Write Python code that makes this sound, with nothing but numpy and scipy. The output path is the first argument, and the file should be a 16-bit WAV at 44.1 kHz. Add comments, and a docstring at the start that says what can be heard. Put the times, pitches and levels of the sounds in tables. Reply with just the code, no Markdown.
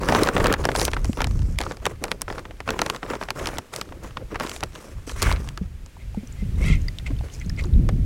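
"""A windy river bank, heard from a small microphone on an angler's jacket, long reed leaves within reach.
For the first six seconds he handles them: leaves and cloth scrape, hiss and snap, and early gusts
buffet the capsule. From about five seconds he crouches: ribbed cloth or stems rasp past, the jacket
bumps the microphone, then water plips at the edge. The strongest gusts come near the end.
Farther off, the bank murmurs faintly throughout."""
import sys
import numpy as np
from scipy import signal
from scipy.fft import rfft, irfft, next_fast_len
from scipy.io import wavfile
from scipy.ndimage import uniform_filter1d, minimum_filter1d, map_coordinates

SR = 44100
rng = np.random.default_rng(int(sys.argv[2]) if len(sys.argv) > 2 else 0)


def transcribe(signal):
    """Save signal, clipped to [-1, 1], as a 16-bit WAV file at the path in sys.argv[1]."""
    frames = np.atleast_2d(signal).T
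    limited = np.clip(frames, -1, 1)
    pcm = np.round(limited * 32767).astype(np.int16)
    wavfile.write(sys.argv[1], SR, pcm)


N = 355005
TIME = np.arange(N) / SR

# Strokes of leaves over cloth, close to the microphone; a firm stroke is brighter. Levels are relative.
# start_s, length_s, scrape_db, hiss_db, bright_db
LEAF_STROKES = [(0.0, 0.23, -34, -43.5, -0.5), (0.067, .21, -22.5, -36, 1.5), (0.32, 0.14, -29, -42, -1),
                (0.438, 0.089, -24.5, -44, 0.5), (0.574, .18, -38, -44.5, -3.5), (0.743, .11, -33, -30, 1),
                (0.857, 0.03, -36.5, -43, 5), (0.957, 0.028, -37.5, -50, -1), (1.032, 0.18, -52, -45, -6),
                (1.166, 0.033, -31, -52, 1), (1.266, 0.27, -53.5, -51.5, -3), (1.582, 0.15, -42, -47, -6),
                (1.814, 0.1, -42, -50.5, 1), (2.004, 0.14, -43, -51, -5), (2.277, 0.12, -42, -49.5, -1.5),
                (2.43, 0.087, -52.5, -74, -10), (2.656, 0.16, -38, -48, 2.5), (2.822, 0.14, -39.5, -47, 3),
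                (3.016, 0.043, -41.5, -53, -1.5), (3.071, 0.076, -34, -45, 4),
                (3.195, 0.043, -42, -45.5, 1), (3.349, 0.21, -36.5, -43, 2.5),
                (3.72, 0.071, -40, -40.5, 1.5), (3.818, 0.26, -55, -73, -7), (4.023, 0.054, -41.5, -48, 2),
                (4.159, 0.07, -51.5, -76, -13.5), (4.3, 0.062, -39.5, -56, 0.5),
                (4.404, 0.049, -33, -38, 7), (4.469, 0.098, -45.5, -39.5, -0.5),
                (4.59, 0.059, -46.5, -60, 1), (4.73, 0.19, -48, -50, 3), (4.95, 0.12, -56, -59.5, 3),
                (5.063, 0.055, -43, -38.5, 5.5), (5.153, .08, -40.5, -39.5, 9), (5.209, 0.11, -29, -36, 11),
                (5.372, 0.095, -46.5, -46.5, 0), (6.572, .085, -45, -48, -2), (6.647, 0.044, -45, -39.5, 3),
                (7.07, 0.045, -53, -60, -9), (7.229, 0.02, -41, -47.5, -1), (7.31, 0.048, -70, -46, -2),
                (7.572, 0.079, -48, -57, 1)]


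def handling():
    """Scrape, hiss and brightness in dB: each stroke rises, holds, drops, and the leaves slide on faintly."""
    attack_s, release_s, linger_s = 0.013, 0.013, 0.15
    linger = amp(-14.5)
    power = np.full((2, N), 1e-10)
    firmness = np.zeros(N)
    for start_s, length_s, scrape_db, hiss_db, bright_db in LEAF_STROKES:
        first = max(round(start_s * SR), 0)
        t = TIME[first:first + SR] - start_s
        after = np.maximum(t - length_s, 0)
        release = (1 - linger) * np.exp(-after / release_s) + linger * np.exp(-after / linger_s)
        envelope = np.clip(t / attack_s, 0, 1) * release
        stroke = (amp([[scrape_db], [hiss_db]]) * envelope) ** 2
        power[:, first:first + SR] += stroke
        firmness[first:first + SR] += bright_db * stroke[0]
    scrape_db, hiss_db = 10 * np.log10(power)
    return scrape_db, hiss_db, firmness / power[0]


# Tone of the scraping blades and of their hissing ribs, at close range: freq_hz, gain_db
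SCRAPE_SPECTRUM = [(60, -6), (150, 5), (330, 4), (520, 2.5), (780, -9), (1150, -4), (1700, -9.5),
                   (2500, -13.5), (4000, -22.5), (8000, -47), (16000, -29)]
HISS_SPECTRUM = [(800, -34), (2000, 0), (3500, -5), (5500, 3.5), (8000, -0.5), (10500, -4), (12000, -9),
                 (16000, -18)]


def rubbing(scrape_db, hiss_db, bright_db):
    """Leaves drag in clumps of slips: a dull, crinkly scrape from the blades, a fine hiss from the ribs."""
    grip = np.clip(wobble(110), -1.5, 1.5)
    folds = crinkles(count=4200, centre_hz=1400, cycles=3, spread_db=4)
    friction = slips(per_s=1300, spread_db=1.0, smooth=0.38)
    scrape = coloured(folds + 2.24 * friction, SCRAPE_SPECTRUM) * unit(amp(2.4 * grip))
    # firmer contact shortens the slips and shifts their energy upward
    dull = filtered(scrape, lambda hz: 1 / (1 + (hz / 1000) ** 4))
    scrape = amp(-0.6 * bright_db) * dull + amp(0.46 * bright_db) * (scrape - dull)
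    ribs = patchy(slips(per_s=3500, spread_db=5, smooth=0.9), depth_db=2.5, width_bins=5)
    flutter = unit(amp(1.6 * grip + 2.2 * wobble(300)))
    hiss = flutter * coloured(ribs, HISS_SPECTRUM)
    return amp(scrape_db + 4.0) * scrape + amp(hiss_db - 3.5) * hiss


def crinkles(count, centre_hz, cycles, spread_db):
    """Many tiny folds give way, each ringing for a few cycles at its own pitch."""
    start = rng.integers(0, N, (count, 1))
    pitch, strength, sign = np.clip(rng.standard_normal((count, 3)), -2, 2).T[..., None]
    step = np.arange(300)
    turns = centre_hz * np.exp(0.7 * pitch) * step / SR
    decay = np.exp(-turns / cycles) * (1 - step / len(step))
    rings = np.sign(sign) * amp(spread_db * strength) * np.sin(2 * np.pi * turns) * decay
    return unit(np.bincount((start + step).ravel(), rings.ravel(), N)[:N])


def slips(per_s, spread_db, smooth):
    """Tiny stick-slip impulses of uneven size, over a share of smooth friction."""
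    sizes = amp(spread_db * np.clip(rng.standard_normal(N), -2, 2)) * rng.choice([-1, 1], N)
    impulses = unit(sizes * (rng.random(N) < per_s / SR))
    return unit(impulses + smooth * rng.standard_normal(N))


# Leaves and folds buckling right by the microphone: start_s, crack_db, crack_hz, flap_db, flap_hz
LEAF_SNAPS = [(.095, -31, 2800, -35, 800), (.123, -51, 2380, -26.5, 900), (.1489, -23, 3300, -15, 526),
              (0.1585, -36, 2300, -23, 620), (.2339, -15, 4080, -25.5, 600), (0.273, -30, 3240, -19, 510),
              (0.288, -25.5, 2580, -17, 470), (0.3652, -60.5, 2800, -17.5, 940),
              (0.3798, -30, 2600, -27, 850), (0.4432, -26, 2850, -24, 420), (0.469, -25, 4240, -23.5, 800),
              (0.526, -23.5, 4800, -23.5, 1010), (0.539, -22, 3790, -17, 824), (.653, -21, 4370, -17, 775),
              (0.689, -41, 2900, -17, 724), (0.7516, -36.5, 2610, -20, 620), (0.8148, -19, 4950, -21, 543),
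              (0.8517, -13, 6650, -41, 700), (.8804, -33, 2400, -22.5, 980),
              (0.9338, -32, 3100, -24.5, 1570), (0.9663, -50, 2700, -24, 695),
              (1.0454, -33, 4930, -32.5, 630), (1.206, -30.5, 2380, -23, 595),
              (1.218, -27, 3810, -22, 1160), (1.2434, -26, 3120, -28.5, 1050),
              (1.2706, -34.5, 3600, -33.5, 450), (1.77, -44.5, 5030, -43.5, 700),
              (1.5871, -21, 2840, -36, 590), (1.605, -30.5, 2960, -27.5, 745),
              (1.6135, -27, 3260, -27, 510), (1.6652, -54.5, 2500, -26.5, 442),
              (1.711, -42, 2480, -30, 597), (1.855, -23, 3000, -23.5, 1310), (1.865, -24, 3300, -18, 427),
              (2.0397, -24, 4430, -26, 970), (2.116, -17, 2440, -23.5, 910), (2.211, -43, 4000, -43, 1000),
              (2.2178, -22.5, 6150, -33, 1090), (2.281, -62, 2500, -28, 526),
              (2.3013, -39, 2600, -28.5, 460), (2.3812, -51, 2640, -31, 1120), (2.453, -55, 2600, -36, 695),
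              (2.5088, -69, 2470, -37.5, 674), (2.604, -37.5, 2570, -32, 905),
              (2.6772, -41, 2700, -25, 855), (2.689, -34, 2400, -22, 980),
              (2.7053, -25.5, 3040, -25.5, 587), (2.7913, -27.5, 2950, -21.5, 1110),
              (2.8169, -18.5, 3100, -17, 660), (2.863, -28, 3400, -24.5, 586),
              (2.8993, -21.5, 3380, -22.5, 810), (2.962, -35, 3100, -36, 1190),
              (3.0298, -49, 2430, -27, 710), (3.1347, -66, 2300, -26, 720),
              (3.2128, -41.5, 2800, -26.5, 625), (3.2262, -57, 3000, -29, 820),
              (3.286, -47, 3500, -29, 745), (3.305, -24, 3030, -25.5, 840), (3.4581, -31, 4000, -29, 910),
              (3.4717, -25, 4600, -27.5, 680), (3.5842, -28, 4900, -27, 820),
              (3.762, -27.5, 5000, -34.5, 510), (3.8131, -26, 3200, -29, 1340),
              (3.923, -52, 2200, -37.5, 695), (4.1704, -63, 2500, -26.5, 950), (4.223, -66, 2020, -63, 480),
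              (4.357, -42, 2300, -26, 1090), (4.399, -29.5, 3300, -28.5, 900),
              (4.4075, -41, 2600, -24, 870), (4.495, -30, 5300, -41, 590), (4.607, -36, 3460, -50, 530),
              (4.6291, -47, 3800, -24, 710), (4.6354, -25.5, 3920, -28.5, 790),
              (5.095, -36, 3230, -32.5, 1150), (5.22, -20, 3800, -28.5, 1560),
              (5.2266, -6, 4300, -22, 1300), (5.3256, -26.5, 2880, -40, 840), (5.4887, -33, 3220, -55, 830),
              (5.5754, -35.5, 3840, -34, 1220), (5.8616, -45.5, 5170, -51, 900),
              (7.8898, -33, 2960, -26, 390)]


def snaps(scrape_db, hiss_db):
    """A leaf creaks under strain, buckles with a sharp crack, then its blade flaps for a few milliseconds."""
    lead_s = 0.012
    out, t = np.zeros(N), np.arange(2600) / SR - lead_s

    def dying(seconds):
        return (t >= 0) * np.exp(-np.abs(t) / seconds)

    strain = (t < 0) * np.exp(-np.abs(t) / 0.0042)
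    buckle = dying(0.0008) + 0.05 * dying(0.006) + 0.03 * strain
    blade = dying(0.0038) + 0.053 * strain
    for start_s, crack_db, crack_hz, flap_db, flap_hz in [*LEAF_SNAPS, *ticks(scrape_db, hiss_db)]:
        crack_noise, flap_noise = rng.standard_normal((2, len(t)))
        top_hz = 17600 * 2 ** ((crack_db + 16.5) / 35)  # a crack 35 dB softer is an octave duller
        crack = filtered(crack_noise * buckle, lambda f: resonance(f, crack_hz, q=0.93)
                         / (1 + 1j * f / (3 * crack_hz)) / (1 + (f / top_hz) ** 4))
        flap = filtered(flap_noise * blade, lambda f: resonance(f, flap_hz, q=0.71)
                        * resonance(f, 1076, q=0.56) / (1 + 1j * f / 5000))
        add(out, start_s - lead_s, amp(crack_db) * unit_over(crack, seconds=0.0042))
        add(out, start_s - lead_s, amp(flap_db) * unit_over(flap, seconds=0.0075))
    return out


def ticks(scrape_db, hiss_db, per_s=14, spread_octaves=0.21):
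    """Rows of small random buckles, whose strength follows the rubbing of the moment."""
    count = round(per_s * N / SR)
    at = rng.integers(0, N, 400)[:count]
    size_db, crack_pitch, flap_pitch = np.clip(rng.standard_normal((400, 3)), -2, 2)[:count].T
    crack_db = hiss_db[at] + 7.5 + size_db
    crack_hz = 3300 * 2 ** (spread_octaves * crack_pitch)
    flap_db = scrape_db[at] + 5.5 + size_db
    flap_hz = 780 * 2 ** (spread_octaves * flap_pitch)
    return np.column_stack([at / SR, crack_db, crack_hz, flap_db, flap_hz])


# Gusts right on the capsule: time_s, level_db
WIND_GUSTS = [(0.0, -27), (0.22, -34), (0.29, -30), (0.36, -24.5), (0.76, -32), (0.78, -24.5), (1.1, -26.5),
              (1.14, -32), (1.25, -19.5), (1.5, -21.5), (1.52, -18), (1.66, -37), (3.36, -44.5),
              (3.38, -34), (3.59, -38), (3.63, -60), (3.94, -38), (4.89, -44), (4.95, -37), (5.22, -31),
              (5.25, -20), (5.58, -33), (5.63, -26.5), (5.72, -39), (5.83, -34.5), (5.94, -49), (5.96, -37),
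              (6.28, -36), (6.7, -13), (6.97, -31.5), (7.17, -24.5), (7.29, -35), (7.53, -22), (7.62, -25),
              (7.78, -11.5), (7.89, -16.5), (7.94, -13.5), (8.05, -17.5)]
# Low rumble of the buffeted microphone: freq_hz, gain_db
BUFFET_SPECTRUM = [(10, -19.5), (25, -2.5), (45, 2.5), (85, -3), (130, -8.5), (200, -23.5), (300, -35.5),
                   (500, -58.5), (1200, -74)]


def wind():
    """Eddies on the capsule; stronger flow makes smaller eddies and so reaches higher."""
    buffet_db = curve(WIND_GUSTS)
    large = coloured(rng.standard_normal(N), BUFFET_SPECTRUM) * unit(amp(2.3 * wobble(16)))
    small = filtered(rng.standard_normal(N),
                     lambda f: resonance(f, 151.5, q=1.09) ** 2 / (1 + (f / 450) ** 2))
    return amp(buffet_db) * large + amp(1.356 * buffet_db - 7.0) * unit(small)


# Tone of the thud that reaches the microphone through the jacket after a snap: freq_hz, gain_db
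THUD_SPECTRUM = [(25, -10.5), (70, -2), (180, -5.5), (400, -3.5), (700, -13), (1500, -43), (4000, -64)]


def jostle(scrape_db, rise_s=0.001, decay_s=0.014):
    """Strokes and snaps also shake the jacket, and the microphone rumbles with them."""
    jolts, t = np.zeros(N), np.arange(SR // 5) / SR
    jolt = np.exp(-t / decay_s) * (1 - np.exp(-t / rise_s))
    for start_s, _, _, flap_db, _ in LEAF_SNAPS:
        add(jolts, start_s, amp(flap_db - 6) * jolt)
    rumble = amp(scrape_db - 14.5) * coloured(rng.standard_normal(N), BUFFET_SPECTRUM)
    return rumble + jolts * coloured(rng.standard_normal(N), THUD_SPECTRUM)


# Soft knocks on the microphone itself: start_s, relative_level_db, pitch_hz, t60_s
MIC_BUMPS = [(1.095, -11.5, 225, 0.027), (5.613, -22.5, 186, 0.068), (6.173, -21.5, 203, 0.073),
             (6.232, -31.5, 243, 0.05), (6.423, -27, 193, 0.12), (6.701, -13, 176, 0.034),
             (7.103, -28.5, 277, 0.074), (7.134, -28, 126, .08), (7.461, -28, 176, 0.097),
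             (7.655, -36.5, 354, 0.18)]


def bumps(rise_s=0.0016):
    """The jacket nudges the microphone, which thuds on its mount."""
    out, t = np.zeros(N), np.arange(SR // 4) / SR
    for start_s, level_db, pitch_hz, t60_s in MIC_BUMPS:
        fundamental = np.sin(2 * np.pi * pitch_hz * t)
        overtone = 0.18 * np.sin(2 * np.pi * 2.15 * pitch_hz * t) * np.exp(-t / 0.015)
        envelope = amp(level_db + 8.0 - 60 * t / t60_s) * (1 - np.exp(-t / rise_s))
        add(out, start_s, envelope * (fundamental + overtone))
    return out


# Ribbed cloth or stems passing close as he crouches: middle_s, level_db, half_length_s, regularity (0-1)
RASPS = [(5.272, -32.5, 0.044, 0.05), (6.014, -52.5, 0.018, 0.1), (6.2, -57, 0.024, 0),
         (6.4, -52, .03, 0.6), (6.685, -28.5, 0.04, 0.7), (6.737, -35, 0.018, 1),
         (7.071, -32.5, 0.0067, 0.15), (7.417, -44, 0.0084, 0.4), (7.596, -35, 0.011, 0)]
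# Tone of their friction: freq_hz, gain_db
RASP_SPECTRUM = [(500, -24), (1350, -13), (1750, -19), (2100, 6.5), (2700, -8.5), (3300, -11.5),
                 (5000, -21), (8000, -21), (15000, -59)]


def rasps(period_s=0.00147, slowing_s=0.05):
    """A ribbed surface rasps past, fastest in the middle, so that its overtones arch up and down."""
    out = np.zeros(N)
    friction = coloured(rng.standard_normal(N) * amp(2.2 * wobble(400)), RASP_SPECTRUM)
    for middle_s, level_db, half_length_s, regularity in RASPS:
        slowing = 0.308 * np.tanh(((TIME - middle_s) / slowing_s) ** 2)
        delay_s = period_s * (1 + slowing + 0.015 * wobble(70))
        # each rib repeats the friction one period later
        ribs = sum(regularity ** k * np.interp(TIME - k * delay_s, TIME, friction) for k in range(4))
        swell = np.exp(-0.5 * ((TIME - middle_s) / half_length_s) ** 2)
        out += amp(level_db) * swell * unit(ribs)
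    return out


# Clear bubbles at the water's edge: start_s, relative_level_db, pitch_hz
EDGE_PLIPS = [(5.968, -47.5, 990), (6.146, -40.5, 850), (6.883, -34, 4770), (6.884, -35, 2000),
              (6.986, -35, 3320), (6.997, -48.5, 1920), (7.065, -36, 2250), (7.21, -41, 704),
              (7.339, -44.5, 6750), (7.399, -46, 5970), (7.414, -41, 2110), (7.496, -36, 5200),
              (7.5, -41, 1790), (7.597, -34, 2150), (7.639, -42.5, 4250)]


def plips():
    """A small splash traps a bubble, which rings briefly; lower bubbles ring longer."""
    out, t = np.zeros(N), np.arange(2048) / SR
    for start_s, level_db, pitch_hz in [*EDGE_PLIPS, *fizz(count=20)]:
        decay_s = 0.0024 * (2500 / pitch_hz) ** 0.5
        bubble = np.sin(2 * np.pi * pitch_hz * t) * np.exp(-t / decay_s)
        splash = rng.standard_normal(len(t)) * np.exp(-t / 0.0022)
        spatter = filtered(splash, lambda f: resonance(f, pitch_hz, q=8.8))
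        add(out, start_s, amp(level_db - 7) * unit(unit(bubble) + 1.1 * unit(spatter)))
    return out


def fizz(count, from_s=6.2, until_s=7.75, centre_hz=4520, spread_octaves=0.75):
    """Rows of faint bubbles at random moments and pitches."""
    when, size, pitch = rng.random((count, 3)).T
    start_s = from_s + (until_s - from_s) * when
    level_db = -52 + 4 * (2 * size - 1)
    pitch_hz = centre_hz * 2 ** (spread_octaves * (2 * pitch - 1))
    return np.column_stack([start_s, level_db, pitch_hz])


# Breeze in the foliage farther along the bank: time_s, level_db
BANK_BREEZE = [(0, -54.5), (4.5, -51.5), (5.7, -54), (6.5, -48), (8.05, -50.5)]
# Tone of the water and distant leaves: freq_hz, gain_db
BANK_SPECTRUM = [(30, 4.5), (100, -9), (250, -1.5), (500, -8), (1000, -16), (2200, -13.5), (4000, -20),
                 (8000, -23), (13000, -28.5), (16000, -32)]


def bank():
    """Water and far foliage murmur, swelling gently with the breeze."""
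    level_db = curve(BANK_BREEZE) + 0.48 * wobble(1.1)
    return amp(level_db) * coloured(rng.standard_normal(N), BANK_SPECTRUM)


def amp(db):
    """Decibels to gain."""
    return 10 ** (np.asarray(db) / 20)


def unit(x):
    """Scaled to rms 1."""
    return x / np.sqrt(np.mean(x ** 2) + 1e-20)


def unit_over(x, seconds):
    """Scaled to the energy of rms 1 held for this long."""
    return x / np.sqrt(np.sum(x ** 2) / (seconds * SR))


def curve(rows):
    """One value per sample from (time_s, value) rows."""
    return np.interp(TIME, *np.transpose(rows))


def wobble(knots_per_s):
    """A smooth random curve."""
    return map_coordinates(rng.standard_normal(N // 20), [TIME * knots_per_s], mode="wrap")


def filtered(x, response):
    """x times a response of frequency."""
    size = next_fast_len(len(x) + 8192)
    return irfft(rfft(x, size) * response(np.fft.rfftfreq(size, 1 / SR)), size)[:len(x)]


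def coloured(x, spectrum):
    """x shaped by (freq_hz, gain_db) points on a log axis, at rms 1."""
    freq_hz, gain_db = np.transpose(spectrum)
    return unit(filtered(x, lambda hz: amp(np.interp(np.log(hz + 1), np.log(freq_hz), gain_db))))


def patchy(x, depth_db, width_bins):
    """Random hills and dips in the spectrum that shift from moment to moment."""
    frames = signal.stft(x, nperseg=256)[2]
    hills = uniform_filter1d(rng.standard_normal(frames.shape), size=width_bins, axis=0)
    hills = uniform_filter1d(hills, size=24, axis=1)
    return signal.istft(frames * amp(depth_db * unit(hills)), nperseg=256)[1][:N]


def resonance(f, hz, q):
    """Causal response of one damped mode."""
    return 1j * f * hz / q / (hz * hz - f * f + 1j * f * hz / q)


def add(track, start_s, sound):
    """Mix a sound in at start_s."""
    span = track[max(round(start_s * SR), 0):][:len(sound)]
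    span += sound[:len(span)]


def scene():
    """In the open air, everything reaches the one jacket microphone directly."""
    scrape_db, hiss_db, bright_db = handling()
    leaves = rubbing(scrape_db, hiss_db, bright_db) + snaps(scrape_db, hiss_db) + jostle(scrape_db)
    return (leaves + wind() + bumps() + rasps() + plips() + bank())[None]


def record(dry):
    """The recorder's fast limiter dips smoothly around the highest peaks; nothing passes above its band."""
    ceiling, top_hz = 0.52, 16050
    needed = np.minimum(1, ceiling / (np.abs(dry[0]) + 1e-9))
    gain = uniform_filter1d(minimum_filter1d(needed, size=90), size=90)
    return filtered(dry[0] * gain, lambda hz: hz < top_hz)[None]


dry = scene()
out = record(dry)
transcribe(out)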